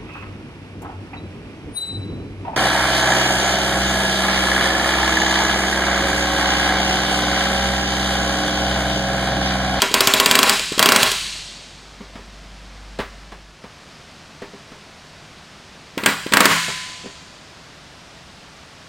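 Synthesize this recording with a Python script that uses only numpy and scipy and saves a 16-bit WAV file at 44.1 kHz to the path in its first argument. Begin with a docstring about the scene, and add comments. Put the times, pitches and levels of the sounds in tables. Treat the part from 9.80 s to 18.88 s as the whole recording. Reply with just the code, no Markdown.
"""A pneumatic rivet gun drives two rivets into a hollow sheet-metal shell in a large, hard-walled
workshop. Each piston blow is an impulse that cracks through the steel tool and excites the shell's
modes; the faster the piston runs, the harder it strikes. The trigger puffs air, and between rivets the
tool and the bucking bar knock on the metal. Behind them lie a hiss and a motor hum that dies away.
A close mono microphone ducks and overloads at the hard blows."""
import sys
import numpy as np
from scipy import signal
from scipy.fft import rfft, irfft
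from scipy.io import wavfile
from scipy.ndimage import minimum_filter1d

SR = 44100
rng = np.random.default_rng(int(sys.argv[2]) if len(sys.argv) > 2 else 0)


def materialize(psi):
    """Save the field psi as 16-bit PCM at rate SR to the path in sys.argv[1].

    A 1-D psi becomes a single channel; in a 2-D psi each row is a channel.
    """
    bounded = np.clip(np.atleast_2d(psi).T, -1, 1)
    quanta = np.round(bounded * 32767).astype(np.int16)
    wavfile.write(sys.argv[1], SR, quanta)


N = 400428
LEAD = SR // 2  # samples before time zero, so that the room is already ringing


def amp(db):
    """Amplitude ratio of a level in decibels."""
    return 10 ** (np.asarray(db) / 20)


def unit_rms(x):
    """Normalisation of power to rms 1."""
    return x / np.sqrt(np.mean(x ** 2) + 1e-20)


def unit_energy(x):
    """Normalisation of a transient to the energy of 10 ms at rms 1."""
    return x * np.sqrt(SR / 100 / (np.sum(x ** 2) + 1e-20))


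def read(points, hz, column=1):
    """Interpolation of a table column on a logarithmic frequency axis."""
    table = np.asarray(points, float)
    return np.interp(np.log(hz + 1), np.log(table[:, 0] + 1), table[:, column])


def add(mix, s, sound):
    """Superposition of a sound on the mix at time s."""
    part = mix[LEAD + round(s * SR):][:len(sound)]
    part += sound[:len(part)]


def coloured(x, spectrum, column=1, size=2048):
    """Minimum-phase filtering: the magnitude spectrum determines a causal response."""
    hz = abs(np.fft.fftfreq(size, 1 / SR))
    log_gain = np.log(amp(read(spectrum, hz, column)))
    taps = np.fft.ifft(np.exp(np.conj(signal.hilbert(log_gain)))).real
    return signal.fftconvolve(x, taps[:size // 2])[:len(x)]


def dying_noise(decay_times, count):
    """Modal overlap: dense modes merge into noise, each band decaying with its own T60."""
    hz, t, bands = signal.stft(rng.standard_normal(count), SR, nperseg=256)
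    t60 = np.maximum(read(decay_times, hz), .01)[:, None]
    return signal.istft(bands * amp(-60 * t / t60), SR, nperseg=256)[1][:count]


def ring(t, hz, t60, db):
    """Free vibration of one damped mode; db sets its energy."""
    return amp(db - 60 * t / t60) / np.sqrt(t60) * np.sin(2 * np.pi * (hz * t + rng.random()))


def damped(t, modes):
    """Modal sum in which decay time is inversely proportional to bandwidth."""
    return unit_energy(sum(ring(t, hz, 2.2 / width, db) for hz, width, db in modes))


def scrape(t, decay_s):
    """Rough contact of metal on metal: exponentially decaying noise."""
    return rng.standard_normal(len(t)) * np.exp(-t / decay_s)


# Spectral density of the hiss: f/Hz, relative level/dB
HISS_SPECTRUM = [(12, -36), (20, -4), (27, -18), (60, -1.5), (123, -5.5), (150, 1), (177, -2.5),
                 (198, -4.5), (446, -10.5), (678, -7.5), (849, -10.5), (1220, -10), (5080, -15.5),
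                 (8890, -27.5), (16000, -49.5)]


def hiss(level_db=-43, dip_s=3.7, dip_width_s=0.15, dip_db=-3, step_db=0.5):
    """Broadband noise whose level dips briefly and settles one small step higher, at level_db."""
    hz = np.fft.rfftfreq(N, 1 / SR)
    noise = irfft(rfft(rng.standard_normal(N)) * amp(read(HISS_SPECTRUM, hz)), N)
    u = (np.arange(N) / SR - dip_s) / dip_width_s
    envelope_db = level_db + dip_db * np.exp(-u ** 2 / 2) + step_db * (np.tanh(u) - 1) / 2
    return amp(envelope_db) * unit_rms(noise)


# Envelope of the motor hum: t/s, level/dB
HUM_ENVELOPE = [(0.0, -53), (0.1, -46), (1.13, -51), (1.37, -44), (1.92, -52), (2.29, -44), (3.18, -39.5),
                (3.69, -46.5), (3.9, -67)]
# Its harmonics: order, relative level/dB
HUM_HARMONICS = [(1, 4), (2, -14), (3, -22), (4, -12)]


def motor_hum(fundamental_hz=49.3, waver_rad=0.08, fade_db_per_s=80):
    """A harmonic series with slow random phase modulation, fading after the envelope's last point."""
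    t, hz = np.arange(N) / SR, np.fft.rfftfreq(N, 1 / SR)
    hum = 0
    for order, db in HUM_HARMONICS:
        drift = unit_rms(irfft(rfft(rng.standard_normal(N)) * np.exp(-hz / 4), N))
        hum += amp(db) * np.sin(order * (2 * np.pi * fundamental_hz * t + waver_rad * drift))
    fade_db = fade_db_per_s * np.maximum(t - HUM_ENVELOPE[-1][0], 0)
    return amp(np.interp(t, *np.transpose(HUM_ENVELOPE)) - fade_db) * unit_rms(hum)


# Reverberation of the workshop: f/Hz, T60/s, level/dB
ROOM_BANDS = [(101, 2.3, -4.5), (183, 0.8, -14), (380, 0.71, -29), (1040, 0.69, -13), (2160, 1.26, -9.5),
              (4250, 1.73, -10), (7500, 1.63, -4.5), (11100, 0.95, -7), (15000, 0.59, -3.5)]


def workshop(x, build_s=0.0032, walls_s=0.033, walls_width_s=0.027, walls_db=1):
    """Reverberation: convolution with early reflections from the near walls and a diffuse tail."""
    t, hz = np.arange(2 * SR) / SR, np.fft.rfftfreq(2 * SR, 1 / SR)
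    walls = amp(walls_db) * np.exp(-((t - walls_s) / walls_width_s) ** 2 / 2)
    tail = dying_noise(ROOM_BANDS, len(t)) * (1 + walls) * (1 - np.exp(-t / build_s))
    decay_energy = read(ROOM_BANDS, hz) * SR / (2 * np.log(1000))
    response = irfft(rfft(tail) * amp(read(ROOM_BANDS, hz, column=2)) / np.sqrt(decay_energy))
    return signal.fftconvolve(x, response)[:len(x)]


# Tool and bar set down on the shell: t/s, level/dB, thud f/Hz, hardness (0 to 1)
KNOCKS = [(2.204, -35.5, 225, 0.17), (2.354, -35, 233, 0.58), (2.39, -44, 400, 0.3), (3.188, -21, 427, .45),
          (3.201, -25.5, 420, 0.8), (3.52, -35, 298, 0.75), (3.839, -36, 330, .55), (4.619, -30, 427, 0.38),
          (4.733, -39.5, 375, 0.1), (4.917, -38.5, 350, 0.5), (6.883, -27.5, 450, .6),
          (7.238, -41, 377, .05), (7.256, -34, 360, 0.14)]
# Modes of the shell damped by the hand: f/Hz, bandwidth/Hz, level/dB
HELD_MODES = [(206, 42, 7.5), (273.5, 25, -1), (400, 12, -1), (501, 53, 2), (647, 130, 2)]
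# Clack of the sheet: f/Hz, level/dB
CLACK_SPECTRUM = [(200, -0.5), (600, -1), (880, 0.5), (1130, 1), (1400, -4), (1800, -1), (2500, -8),
                  (4200, -14.5), (8000, -36.5)]
# Tick of the steel: f/Hz, level/dB
TICK_SPECTRUM = [(1000, -35), (3500, 8), (6500, -2.5), (10000, -6), (15000, -40)]


def knocks(clack_s=0.026, snap_s=0.00085, tick_s=0.018, rattle_db=-7, focus_db=7):
    """Light impacts: a harder contact is shorter, giving less thud and more clack and tick."""
    out, t = np.zeros(LEAD + N), np.arange(SR // 3) / SR
    soft_to_hard_db = (7, -7), (-5, 4), (-26, -9)
    for s, db, thud_hz, hardness in KNOCKS:
        thud_db, clack_db, tick_db = (db + np.interp(hardness, (0, 1), ends) for ends in soft_to_hard_db)
        contact_s = np.exp(np.interp(hardness, (0, 1), np.log((0.017, 0.0006))))
        onset = 1 - np.exp(-2 * t / contact_s)
        # the point of contact favours the modes near one frequency
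        modes = [(hz, width, mode_db - focus_db * np.log2(hz / thud_hz) ** 2)
                 for hz, width, mode_db in HELD_MODES]
        thud = unit_energy(onset * damped(t, modes))
        clack = unit_energy(onset * coloured(scrape(t, clack_s), CLACK_SPECTRUM))
        contact = scrape(t, snap_s) + amp(rattle_db) * scrape(t, tick_s)
        tick = unit_energy(coloured(contact, TICK_SPECTRUM))
        add(out, s, amp(thud_db) * thud + amp(clack_db) * clack + amp(tick_db) * tick)
    return out


# Trigger pulls, each a puff of air and a tap of the piston: t/s, tap level/dB, puff level/dB
TRIGGER_PULLS = [(0.116, -27.5, -18), (0.9232, -30.5, -14), (0.9807, -23, -13), (6.1782, -23.5, -12),
                 (6.2366, -23.5, -15.5), (6.4671, -32, -13.5), (6.5226, -18.5, -15)]


def trigger_puffs(hz=340, glide=0.047, width_s=0.0011, before_tap_s=0.0017):
    """A Gaussian pressure pulse that rises in frequency as the valve opens."""
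    out, t = np.zeros(LEAD + N), np.arange(-SR // 100, SR // 100) / SR
    u = t / width_s
    puff = -np.exp(-u ** 2 / 2) * np.sin(2 * np.pi * hz * t * (1 + glide * u))
    for s, _, db in TRIGGER_PULLS:
        add(out, s - before_tap_s + t[0], amp(db) * puff)
    return out


# Lone piston strokes: t/s, level/dB, coupling to the shell/dB
LONE_STROKES = [(-.11, -6, 1.5), (.0195, -11.5, -1), (.7943, -23, -6.5), (1.3167, -18, -14),
                (6.2606, -9, 0.5)]
# Hammering as the trigger is squeezed and released, one curve per burst: t/s, blow rate/Hz
BURST_RATES = [
    [(.1412, 15.36), (.276, 15.08), (.464, 17.02), (.586, 29.16), (.705, 7.75)],
    [(.9935, 28.56), (1.09, 34.31), (1.24, 6.1)],
    [(6.5366, 27.74), (6.574, 31.62), (6.665, 12.8)],
]


def piston_blows(full_rate_hz=30, full_rate_db=(-4.5, -4.5, 0), tap_coupling_db=0.5):
    """Momentum transfer: a faster stroke hits harder. 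Returns rows of t/s, level/dB, coupling/dB."""
    level_db_per_doubling, coupling_db_per_doubling = 4, 2
    rows = list(LONE_STROKES) + [(s, tap_db, tap_coupling_db) for s, tap_db, _ in TRIGGER_PULLS]
    for db, curve in zip(full_rate_db, BURST_RATES):
        t = np.arange(curve[0][0], curve[-1][0], 1 / SR)
        rate = np.interp(t, *np.transpose(curve))
        cycles = np.cumsum(rate) / SR
        times = np.interp(np.arange(int(cycles[-1]) + 1), cycles, t)  # one blow per cycle
        stroke_s = np.diff(times, prepend=times[0] - 1 / rate[0])
        doublings = -np.log2(stroke_s * full_rate_hz)
        rows += zip(times, db + level_db_per_doubling * doublings, coupling_db_per_doubling * doublings)
    return rows


# Modes of the steel tool: f/Hz, bandwidth/Hz, level/dB
TOOL_MODES = [(2750, 170, -6), (3130, 150, 1), (3350, 150, -1), (3950, 170, -1), (4570, 170, 0),
              (5080, 220, -4), (6200, 200, -12), (7070, 220, -6), (7950, 250, -10), (8550, 250, -9)]


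def tool_ring(t, rivet, direct_db=(-1, -9), spread_db=(-4, -10)):
    """Heavily damped vibration of the tool on the rivet: direct sound and sound sent to the room."""
    tool = damped(t, TOOL_MODES)
    return amp(direct_db[rivet]) * tool, amp(spread_db[rivet]) * tool


# Crack on the direct path: f/Hz, level/dB at rivet 1, level/dB at rivet 2
CRACK_SPECTRUM = [(80, -22, -19), (201, -11.5, 6), (530, 7.5, 1), (1466, -26, -5), (2580, -1, 2.5),
                  (3400, 1, 0), (4600, 0, -7), (5950, -1.5, -13.5), (8270, 0.5, -5.5), (10900, -10, -20),
                  (12700, -5, -16), (15800, -10.5, -24)]
# Crack summed over all directions: f/Hz, level/dB at rivet 1, level/dB at rivet 2
SPREAD_SPECTRUM = [(100, -17, -21), (600, -4.5, 4.5), (1700, -5, 8.5), (3000, -4, 6), (4070, 0, 4.5),
                   (5300, -9, -3.5), (9000, -16, -9.5), (11000, -16.5, -13.5), (15000, -28, -27)]


def crack(t, rivet, blow_db, decay_s=0.0061, firm_db=-12.5, direct_db=(-3, -1), spread_db=(-1, 1)):
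    """Impact noise: a direct crack, brighter with force, and a smooth-spectrum click sent to the room."""
    tilt_db = 4 * np.tanh((blow_db - firm_db) / 2)
    spectrum = [(hz, db[rivet] + tilt_db * np.log2(1 + hz / 4000)) for hz, *db in CRACK_SPECTRUM]
    noise = unit_energy(coloured(scrape(t, decay_s), spectrum))
    click = unit_energy(coloured(signal.unit_impulse(len(t)), SPREAD_SPECTRUM, rivet + 1))
    return amp(direct_db[rivet]) * noise, amp(spread_db[rivet]) * click


# Punch of the sheet under the rivet: f/Hz, level/dB
PUNCH_SPECTRUM = [(100, -24.5), (250, -3.5), (600, -14), (850, -10), (1080, -1), (1400, -0.5), (1800, -1.5),
                  (2500, -15.5), (6000, -26)]


def sheet_punch(t, rivet, drive_db, decay_s=0.002, exponent=2.1, level_db=(3, 1)):
    """Nonlinear contact: as the tool bears down, the local punch grows faster than the ring."""
    punch = unit_energy(coloured(scrape(t, decay_s), PUNCH_SPECTRUM))
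    return amp(level_db[rivet] + exponent * drive_db) * punch


# Distinct modes of the shell: f/Hz, T60/s, level/dB at rivet 1, level/dB at rivet 2
SHELL_MODES = [(167, 0.9, -29, -14), (205, 0.18, -9, -3), (248, 0.18, -7, -9), (280, 0.18, -10, -3),
               (393, 0.24, -3, -10), (441, 0.18, -18, -8), (635, 0.18, -5, -9), (829, 0.18, -7, -13),
               (942, 0.18, -11, -1), (991, 0.18, -3, -10), (1012, 1.8, -29, -17), (1071, 0.18, -2, -10),
               (1125, 0.18, -5, -3), (1292, 0.15, -7, -17), (1416, 0.15, -5, -7), (1550, 0.15, -7, -17),
               (1615, 0.15, -13, -2), (1739, 0.13, -7, -6), (1960, 0.13, -12, -3), (2159, 0.15, -21, -4),
               (2396, 0.1, -6, -11), (2492, 0.1, -13, -6), (2719, 0.1, -7, -17), (2815, 0.1, -8, -21),
               (3036, 0.1, -14, -9), (3262, 0.1, -8, -22), (3375, 0.1, -12, -11), (3989, 0.1, -10, -27),
               (4597, 0.1, -11, -28), (5206, 0.1, -14, -21)]
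# Wash of its dense, weaker modes: f/Hz, level/dB at rivet 1, level/dB at rivet 2
WASH_SPECTRUM = [(50, -44, -38), (104, -4, 2.5), (184, -3, -11), (302, -3.5, -1), (497, 0.5, 3.5),
                 (690, -2, -3), (1090, -4, 3), (1930, -2, 2), (2590, 1.5, -2.5), (4140, -21.5, -20),
                 (8200, -14.5, -16), (17300, -57, -9)]
# Decay of the wash: f/Hz, T60/s
WASH_DECAY = [(150, 0.11), (1000, 0.34), (3000, 0.2), (10000, 0.028)]


def shell_ring(t, rivet, detune=0.012, scatter_db=2, build_s=0.0034, modes_db=(-2, -3), wash_db=-2):
    """Modal response of the shell, building up as bending waves travel round it."""
    # the pressure of tool and bar shifts the modes that they damp, differently at each blow
    chance = rng.standard_normal((len(SHELL_MODES), 2))
    modes = sum(ring(t, hz * (1 + detune * shift * np.exp(-2 * t60)), t60, db[rivet] + scatter_db * size)
                for (hz, t60, *db), (shift, size) in zip(SHELL_MODES, chance))
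    modes = unit_energy(modes * (1 - np.exp(-t / build_s)))
    wash = unit_energy(coloured(dying_noise(WASH_DECAY, len(t)), WASH_SPECTRUM, rivet + 1))
    return amp(modes_db[rivet]) * modes + amp(wash_db) * wash


def rivet_gun(second_rivet_s=4, shell_spread_db=-1):
    """Impulsive excitation of tool and shell: the direct sound and what spreads into the room."""
    direct, spread = np.zeros((2, LEAD + N))
    t, brief_t = np.arange(SR) / SR, np.arange(SR // 10) / SR
    for s, blow_db, coupling_db in piston_blows():
        rivet = int(s > second_rivet_s)  # selects from each pair of levels
        drive_db = blow_db + coupling_db
        tool_direct, tool_spread = tool_ring(brief_t, rivet)
        crack_direct, crack_spread = crack(brief_t, rivet, blow_db)
        shell = amp(drive_db) * shell_ring(t, rivet)
        add(direct, s, shell + sheet_punch(t, rivet, drive_db))
        add(direct, s, amp(blow_db) * (tool_direct + crack_direct))
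        add(spread, s, amp(shell_spread_db) * shell)
        add(spread, s, amp(blow_db) * (tool_spread + crack_spread))
    return direct, spread


def scene(knock_room_db=-5, puff_room_db=-14):
    """Superposition of direct sound, reverberant field and background, alike in both channels."""
    gun, spread = rivet_gun()
    puffs, handling = trigger_puffs(), knocks()
    room = workshop(spread + amp(puff_room_db) * puffs + amp(knock_room_db) * handling)
    mono = (gun + puffs + handling + room)[LEAD:] + hiss() + motor_hum()
    return np.array([mono, mono])


def record(dry, threshold_db=-10, slope=0.85, sense_s=0.0058, attack_s=0.00022, hold_s=0.015,
           recovery_db_per_s=200, cutoff_hz=16150):
    """Compression: the gain ducks too late for the crack, which clips; a low-pass limits the band."""
    def lag(x, seconds):
        pole = np.exp(-1 / (seconds * SR))
        return signal.lfilter([1 - pole], [1, -pole], x)
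    level_db = 10 * np.log10(lag(dry[0] ** 2, sense_s) + 1e-12)
    reduction_db = slope * np.maximum(level_db - threshold_db, 0)
    half_hold = int(hold_s * SR / 2)
    held_db = -minimum_filter1d(-reduction_db, 2 * half_hold + 1, origin=half_hold)
    recovery_db = np.arange(N) * recovery_db_per_s / SR  # as the gain returns, the room swells up
    duck_db = lag(np.maximum.accumulate(held_db + recovery_db) - recovery_db, attack_s)
    clipped = np.clip(dry * amp(-duck_db), -1, 1)
    low_pass = signal.firwin(255, cutoff_hz, window=("kaiser", 7), fs=SR)
    return signal.oaconvolve(clipped, low_pass[None], "same", axes=1)


dry = scene()
out = record(dry)
materialize(out)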